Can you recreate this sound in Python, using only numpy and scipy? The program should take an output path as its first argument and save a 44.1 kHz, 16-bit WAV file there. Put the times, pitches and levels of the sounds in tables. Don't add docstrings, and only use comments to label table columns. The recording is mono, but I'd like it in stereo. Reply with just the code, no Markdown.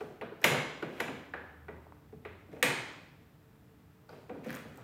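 import sys
import numpy as np
from scipy import signal
from scipy.fft import rfft, irfft
from scipy.io import wavfile
from scipy.ndimage import uniform_filter1d

SR = 44100
rng = np.random.default_rng(int(sys.argv[2]) if len(sys.argv) > 2 else 0)


def voltage_ratio(level):
    return 10 ** (np.asarray(level, float) / 20)


def generate_wav(sig):
    pcm = np.round(np.clip(np.atleast_2d(sig).T, -1, 1) * 32767).astype(np.int16)
    wavfile.write(sys.argv[1], SR, pcm)


N = 213419

# pitch in Hz, level in dB, ring time in seconds.
FRAME_MODES = [(916, 1, 0.087), (1180, -5.5, 0.16), (1230, -11.5, 0.036), (1466, 6.5, 0.046)]
TABLE_MODES = [(128, -45.5, 0.13), (148, -23, 0.053), (208.2, 17.5, 0.065), (251, -7, 0.045),
               (265, -4.5, 0.15)]
CASE_MODES = [(316, -7.5, 0.076), (393, -4.5, 0.025), (430, -1, 0.11), (492, 8, 0.095), (514, -8, 0.025),
              (683, -10, 0.13), (762, 8, 0.065)]
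LEVER_MODES = [(1810, 2, 0.01), (2104, 16.5, 0.0091), (2320, 3.5, 0.023), (2670, 5, 0.015)]
PIN_MODES = [(5200, -23, .004), (11320, 8.5, 0.021), (12300, 5, 0.011)]
# pitch in Hz, level in dB per Hz.
CROWD = [(100, -4), (145, -10.5), (200, -9.5), (280, -9), (430, -3), (700, -9), (1100, -10), (1600, -9),
         (2200, -6), (3000, -11.5), (4200, -17.5), (5500, -30), (8500, -29.5), (16000, -31.5)]

# start in seconds, blow on the frame in dB,
# weight passed down to the table in dB, softness in dB.
PULLS = [(0.007, -40, -4, 6), (0.211, -36.5, -5, 2), (0.22, -40.5, -5.5, 5), (0.319, -52.5, 2, 18),
         (0.415, -47, -1.5, 8), (0.44, -19, -8.5, -3.5), (0.515, -32, -1.5, 30), (0.545, -28, -8.5, 1),
         (0.824, -35, -1, 1), (0.889, -53, -12, 22), (0.998, -43.5, -35, -9), (1.001, -29.5, -8, -1),
         (1.04, -49.5, 8, 25), (1.079, -37.5, -8.5, 1), (1.098, -49, 9, 10), (1.336, -33.5, -12.5, 6.5),
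         (1.682, -41, -3, 6.5), (2.124, -62, 18.5, 6), (2.25, -40.5, -9, 0.5), (2.481, -59, 15.5, 15),
         (2.527, -57, 5.5, -3), (2.564, -51.5, 2, 2), (2.626, -23.5, -12.5, -6), (2.658, -33.5, -9, 0),
         (2.699, -29.5, -19, 23)]
# start in seconds, blow on the frame in dB, weight in dB,
# softness in dB.
GRIPS = [
    (4.09, -49, -1, 20),
    (4.125, -47.5, -8, 16),
    (4.293, -42.5, 3, 5.5),
    (4.309, -47.5, -8, 25),
    (4.348, -53.5, 9, 25),
    (4.445, -61, 8, -10),
    (4.458, -50.5, 17, 2),
    (4.645, -52.5, 12.5, 12),
    (4.779, -44.5, -13.5, 25),
]
# start in seconds, level in dB.
PIN_SNAPS = [(0.007, -60), (0.825, -59), (4.093, -74), (0.415, -52), (0.441, -22.5), (0.515, -51),
             (1.002, -38.5), (2.528, -66), (2.626, -26), (4.444, -60), (4.462, -63)]
# start in
# seconds, length in seconds, level in dB, swell over the stroke in dB, dullness in dB.
RUBS = [(0, .15, -32.5, -14, 12), (0.428, .18, -32, -17, 2), (2.63, 0.23, -38.5, -20.5, -3),
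        (0.4, 0.064, -59.5, 10, -6), (0.829, 0.18, -45, 13, 9.5), (1.034, 0.2, -44, -14, 0),
        (2.39, 0.21, -53.5, 0, 14), (2.514, .1, -43, 0, 8.5), (4.084, 0.16, -40.5, -8.5, 7),
        (4.28, 0.17, -41.5, 1.5, 14.5), (4.436, 0.04, -57.5, 11, -8), (4.475, 0.0798, -42, 4.5, -1),
        (4.558, 0.053, -39.5, -2.5, 2), (4.6, 0.27, -53.5, 0, -0.5)]

# time of the blow in seconds, peak in dB.
COVER = [(437, 2, 0.07)], [(.011, -28), (.22, -29.5), (.321, -34.5), (1.688, -35), (2.128, -38),
         (2.256, -36), (2.528, -39.5), (2.566, -46)]
BASE = [(277.2, 0.0091, 0.099)], [(1.038, -36), (1.089, -30), (2.64, -25), (2.70, -34.5), (4.32, -34),
        (4.345, -34), (4.545, -39.5)]
TABLE_TOP = [(142.5, 0.011, .12)], [(.51, -21), (.575, -26), (.66, -34), (2.68, -27.5), (4.54, -37)]
DETENT = [(1960, 0, 0.019)], [(.442, -27.5), (1.688, -37)]
STOP = [(1717, 0.0019, 0.014)], [(.422, -36), (1.004, -39), (1.337, -23)]
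FIRST_LATCH = [(6877, -1.5, 0.0624), (6976, -6, 0.042)], [(.442, -30), (1.002, -47)]
SECOND_LATCH = [(2590, 1.5, 0.0047), (6690, -8.5, 0.0054), (6830, -1, 0.0057), (8500, -12, 0.014),
                (8500, -7.5, 0.03), (8400, -10.5, 0.037)], [(2.628, -19.5)]
# start in seconds, pitch in Hz, peak in dB, ring time in seconds.
LONE_RINGS = [
    (0.829, 330, -20, .035),
    (1.082, 2350, -35, .012),
    (2.628, 2550, -20, .008),
    (1.338, 734, -22, 0.011),
    (2.78, 123.7, -40, 0.26),
    (4.093, 4730, -34.5, 0.0055),
    (4.3, 496, -37.5, 0.12),
    (4.461, 510.3, -39, 0.24),
    (4.47, 222, -32, 0.056),
    (4.79, 117, -43.5, 0.31),
]

# start in seconds, peak in dB, centre pitch in Hz,
# low knock in dB.
TICKS = [(4.4459, -47, 6840, -49), (4.4673, -50, 5990, -53), (4.4914, -48, 5610, -41),
         (4.4964, -54, 5100, -36.5), (4.5048, -34.5, 5700, -38), (4.5286, -36.5, 6250, -45),
         (4.543, -41, 13200, -38.5), (4.5506, -33, 8350, -48), (4.5605, -40, 14600, -39),
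         (4.5688, -48, 13400, -37.5), (4.758, -55, 13200, -64), (4.774, -42.5, 8200, -60)]
# start in seconds, peak in dB, pitch in Hz.
TAPS = [
    (1.868, -45.5, 790),
    (1.923, -42.5, 945),
]

# pitch in Hz, ring time in seconds.
ROOM_T60 = [(100, 0.12), (260, 0.91), (700, 0.86), (1840, 0.78), (4850, 0.81), (12800, 0.32)]
# pitch in Hz, level in dB.
ROOM_COLOUR = [(60, -11), (150, 1.2), (400, -4), (1200, 0.5), (3000, -2.5), (7000, -0.5), (15000, -0.5)]
# pitch in Hz, likeness from -1 to 1.
LIKENESS = [(60, 0.73), (130, 1), (290, 0.93), (640, 0.31), (1410, -0.023), (3100, 0.038), (6820, 0.014),
            (15000, -0.01)]

# time in seconds, firing rate in Hz, level in dB.
ENGINE = [
    (1.15, 71.3, -64),
    (1.198, 73.3, -70),
    (1.298, 74.5, -64.5),
    (1.754, 78, -53.5),
    (2.022, 81.2, -66),
    (2.142, 82.6, -65),
    (2.308, 85.4, -57),
    (2.434, 91.4, -61.5),
    (2.6, 97, -68),
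]
# pitch in Hz, width in Hz, level in dB.
ROOM_MODES = [(63.1, 9, -74), (96.7, 12, -66.5), (142, 57, -62), (255, 10, -81.5), (297.8, 3.5, -71),
              (443, 4.7, -73.5)]
# pitch in Hz, level in dB per Hz.
AIR = [(30, -14), (45, -15.5), (70, -11.5), (120, -15), (200, -12.5), (350, -19.5), (650, -21.5),
       (1400, -23.5), (3000, -33), (6000, -41), (9500, -40.5), (12000, -41), (14500, -37), (16000, -35)]
# pitch in Hz, left minus right in dB.
BALANCE_DB = [(60, 1.5), (110, -2.5), (200, -1), (380, -3.5), (700, -1), (1290, -2), (2380, -2.5),
              (4400, -5), (8120, -3), (15000, 2.5)]


def at_hz(points, hz):
    table = np.array(points)
    return np.interp(np.log(hz), np.log(table[:, 0]), table[:, 1])


def rms_one(x):
    return x / np.sqrt(np.mean(x ** 2) + 1e-20)


def while_on(rows, column):
    rows = np.array(rows)
    gain = voltage_ratio(np.interp(np.arange(N) / SR, rows[:, 0], rows[:, column], -200, -200))
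    return uniform_filter1d(gain, size=220)


def ring(force, hz, t60):
    r = voltage_ratio(-60 / (max(t60, .002) * SR))
    w = 2 * np.pi * hz / SR
    return signal.lfilter([0, np.sin(w)], [1, -2 * r * np.cos(w), r * r], force + 1e-18)


def radiate(sound, other, share):
    share = np.clip(share, 0, 1)
    pair = np.sqrt(1 - share) * sound + np.sqrt(share) * other * [[1], [-1]]
    left_lag_s = .0001
    return np.array([np.roll(pair[0], int(left_lag_s * SR)), pair[1]])


def highpass(x, order, hz):
    return signal.sosfilt(signal.butter(order, hz, "high", fs=SR, output="sos"), x)


def bandpass(x, low, high):
    return signal.sosfilt(signal.butter(2, [low, high], "band", fs=SR, output="sos"), x)


def struck(modes, blows, band_hz, mode_db, crowd_db, rise_s, t60, rub, share, dulling):
    s, blow_db = blows
    late = np.sort(rng.random((len(s), 5)), axis=1) * 3 * rise_s
    late[:, 0] = 0
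    at = ((s[:, None] + late + .0006) * SR).astype(int)

    clear = 0
    for hz, level_db, mode_t60 in modes:
        force = np.zeros(N)
        uneven_db = 1.5 * rng.standard_normal((len(s), 1))
        sizes = rng.uniform(0.29, 1, at.shape) * rng.choice([-1, 1], at.shape)
        np.add.at(force, at, sizes * voltage_ratio(blow_db[:, None] + level_db + mode_db + uneven_db))
        clear = clear + ring(force, hz, mode_t60)

    swell, fade = np.exp(-1 / (rise_s * SR)), voltage_ratio(-60 / (t60 * SR))
    edges, crowd = np.geomspace(*band_hz, 5), 0
    softness_db = blow_db.max() - blow_db
    for k, (low, high) in enumerate(zip(edges, edges[1:])):
        blow = np.full(N, 1e-18)
        np.add.at(blow, at[:, 0], voltage_ratio(blow_db + crowd_db - dulling * k * softness_db))
        swollen = signal.lfilter([1 - swell], [1, -swell], blow)
        shaking = signal.lfilter([1], [1, -fade], swollen) + rub
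        noise = rng.standard_normal((2, N))
        all_round = blow / np.sqrt(1 - fade ** 2) * (-1) ** k + 0.84 * rub * noise[1]
        colour = voltage_ratio(at_hz(CROWD, np.sqrt(low * high)) - at_hz(CROWD, band_hz[0]))
        crowd = crowd + colour * bandpass([*(shaking * noise), all_round], low, high)
    return np.array([*radiate(clear + crowd[0], crowd[1], share), crowd[2] + .3 * clear])


def rubbing(offset_db, dulling, per_s):
    happens = rng.random(N) < per_s / SR
    grains = happens * voltage_ratio(2.5 * np.minimum(rng.exponential(1, N), 4))
    strokes = 0
    for s, length, db, swell_db, dull_db in RUBS:
        curve = while_on([(s, db), (s + length, db + swell_db)], column=1)
        strokes = strokes + voltage_ratio(-dulling * dull_db) * curve
    return rms_one(grains) * voltage_ratio(offset_db) * strokes


def machine():
    dull = rubbing(offset_db=-1.5, dulling=0, per_s=980)
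    middle = rubbing(offset_db=-6.5, dulling=1, per_s=700)
    bright = rubbing(offset_db=-12.5, dulling=1.1, per_s=1246)
    s, db, weight_db, soft_db = np.transpose(PULLS + GRIPS)
    pin_blows = np.hstack([[s, db - soft_db - 23], np.transpose(PIN_SNAPS)])
    case_db = db + 2.5 + 0.39 * weight_db

    frame = struck(FRAME_MODES, (s, db), (800, 1600), mode_db=-14.0, crowd_db=12.5,
                   rise_s=0.00107, t60=0.025, rub=middle, share=0.19, dulling=0.031)
    table = struck(TABLE_MODES, (s, db + weight_db), (112, 320), mode_db=-35.5, crowd_db=16.0,
                   rise_s=0.00822, t60=0.16, rub=dull, share=0.013, dulling=0.0089)
    case = struck(CASE_MODES, (s, case_db), (320, 800), mode_db=-14.5, crowd_db=11.5,
                  rise_s=0.00412, t60=0.068, rub=dull, share=0.13, dulling=0.0057)
    levers = struck(LEVER_MODES, (s, db - soft_db), (1600, 4500), mode_db=-14, crowd_db=10.5,
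                    rise_s=0.000876, t60=0.029, rub=middle, share=0.25, dulling=0.096)
    pins = struck(PIN_MODES, pin_blows, (4500, 16000), mode_db=-9, crowd_db=13,
                  rise_s=.0005, t60=0.017, rub=bright, share=0.82, dulling=0.049)
    return highpass(frame + table + case + levers + pins, 4, 100)


def latches():
    rings = list(LONE_RINGS)
    for modes, blows in (COVER, BASE, TABLE_TOP, DETENT, STOP, FIRST_LATCH, SECOND_LATCH):
        for s, db in blows:
            rings += [(s, hz, db + level_db, t60) for hz, level_db, t60 in modes]
    out = np.zeros(N)
    for s, hz, peak_db, t60 in rings:
        start = int(s * SR)
        t = np.arange(min(int(2 * t60 * SR), N - start)) / SR
        swell = 1 - np.exp(-t * hz * .8)
        out[start:start + len(t)] += voltage_ratio(peak_db - 60 * t / t60) * swell * np.sin(2 * np.pi * hz * t)
    return radiate(out, np.roll(out, 9), share=.12)


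def ticks():
    out, t = np.zeros((2, N)), np.arange(600) / SR
    for s, peak_db, hz, knock_db in TICKS:
        noise = radiate(*rng.standard_normal((2, 600)) * voltage_ratio(-60 * t / 0.0095), share=0.5)
        bright = signal.lfilter([1, -.8], [1], 0.93 * noise + 0.33 * ring(noise, hz, t60=0.0015))
        knock = ring(noise, 1810, t60=0.0041) + 0.47 * ring(noise, 2360, t60=0.0053)
        start = int(s * SR)
        out[:, start:start + 600] += voltage_ratio(peak_db - 4.0) * bright + voltage_ratio(knock_db - 5.5) * knock
    return out


def taps():
    out, t = np.zeros((2, N)), np.arange(600) / SR
    shape = voltage_ratio(-60 * t / 0.0048) * (1 - np.exp(-t / 0.00038))
    for s, peak_db, hz in TAPS:
        start = int(s * SR)
        out[:, start:start + 600] += voltage_ratio(peak_db + 11.5) * np.sin(2 * np.pi * hz * t) * shape
    return out


def diffuse(count, gain_at):
    out, edges = 0, 30 * 2 ** np.arange(0, 9.6, .5)
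    white = rng.standard_normal((2, 2, count))
    for k, (low, high) in enumerate(zip(edges, edges[1:])):
        mid, side = bandpass(white[k % 2], low, high)
        hz = np.sqrt(low * high)
        alike = np.clip(at_hz(LIKENESS, hz), -1, 1)
        pair = np.sqrt(1 + alike) * mid + np.sqrt(1 - alike) * side * [[1], [-1]]
        out = out + gain_at(hz) * pair
    return out


def room(x):
    t = np.arange(SR) / SR
    tail = diffuse(SR, lambda hz: voltage_ratio(at_hz(ROOM_COLOUR, hz) - 60 * t / at_hz(ROOM_T60, hz)))
    tail *= 1 - np.exp(-t / 0.002)
    return signal.fftconvolve(x[None], tail, axes=1)[:, :N]


def engine():
    times, rates = np.array(ENGINE)[:, :2].T
    hz = np.interp(np.arange(N) / SR, times, rates)
    return np.sqrt(2) * while_on(ENGINE, 2) * np.sin(2 * np.pi * np.cumsum(hz) / SR)


def background():
    air = voltage_ratio(-62.5) * rms_one(diffuse(N, lambda hz: voltage_ratio(at_hz(AIR, hz))))
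    for hz, width_hz, level_db in ROOM_MODES:
        t60 = np.log(1000) / np.pi / width_hz
        air = air + voltage_ratio(level_db) * rms_one(ring(rng.standard_normal(N), hz, t60))
    return air


def scene():
    parts, rings, small = machine(), latches(), ticks() + taps()
    into_room = parts[2] + 0.7 * rings[1] + 0.5 * small[1]
    echo = voltage_ratio(-33.5) * room(into_room)
    return parts[:2] + rings + small + echo + engine() + background()


def roll_off(x):
    return signal.sosfilt(signal.butter(12, 16980, fs=SR, output="sos"), x)


def record(dry):
    hz = np.arange(N // 2 + 1) * SR / N + 1
    tilt = voltage_ratio(at_hz(BALANCE_DB, hz) * [[.5], [-.5]])
    x = irfft(rfft(dry, axis=1) * tilt, N, axis=1)
    x = highpass(x, 3, 61.7)
    x = signal.sosfilt(signal.cheby2(12, 70, 16900, fs=SR, output="sos"), x)
    return roll_off(x)


dry = scene()
out = record(dry)
generate_wav(out)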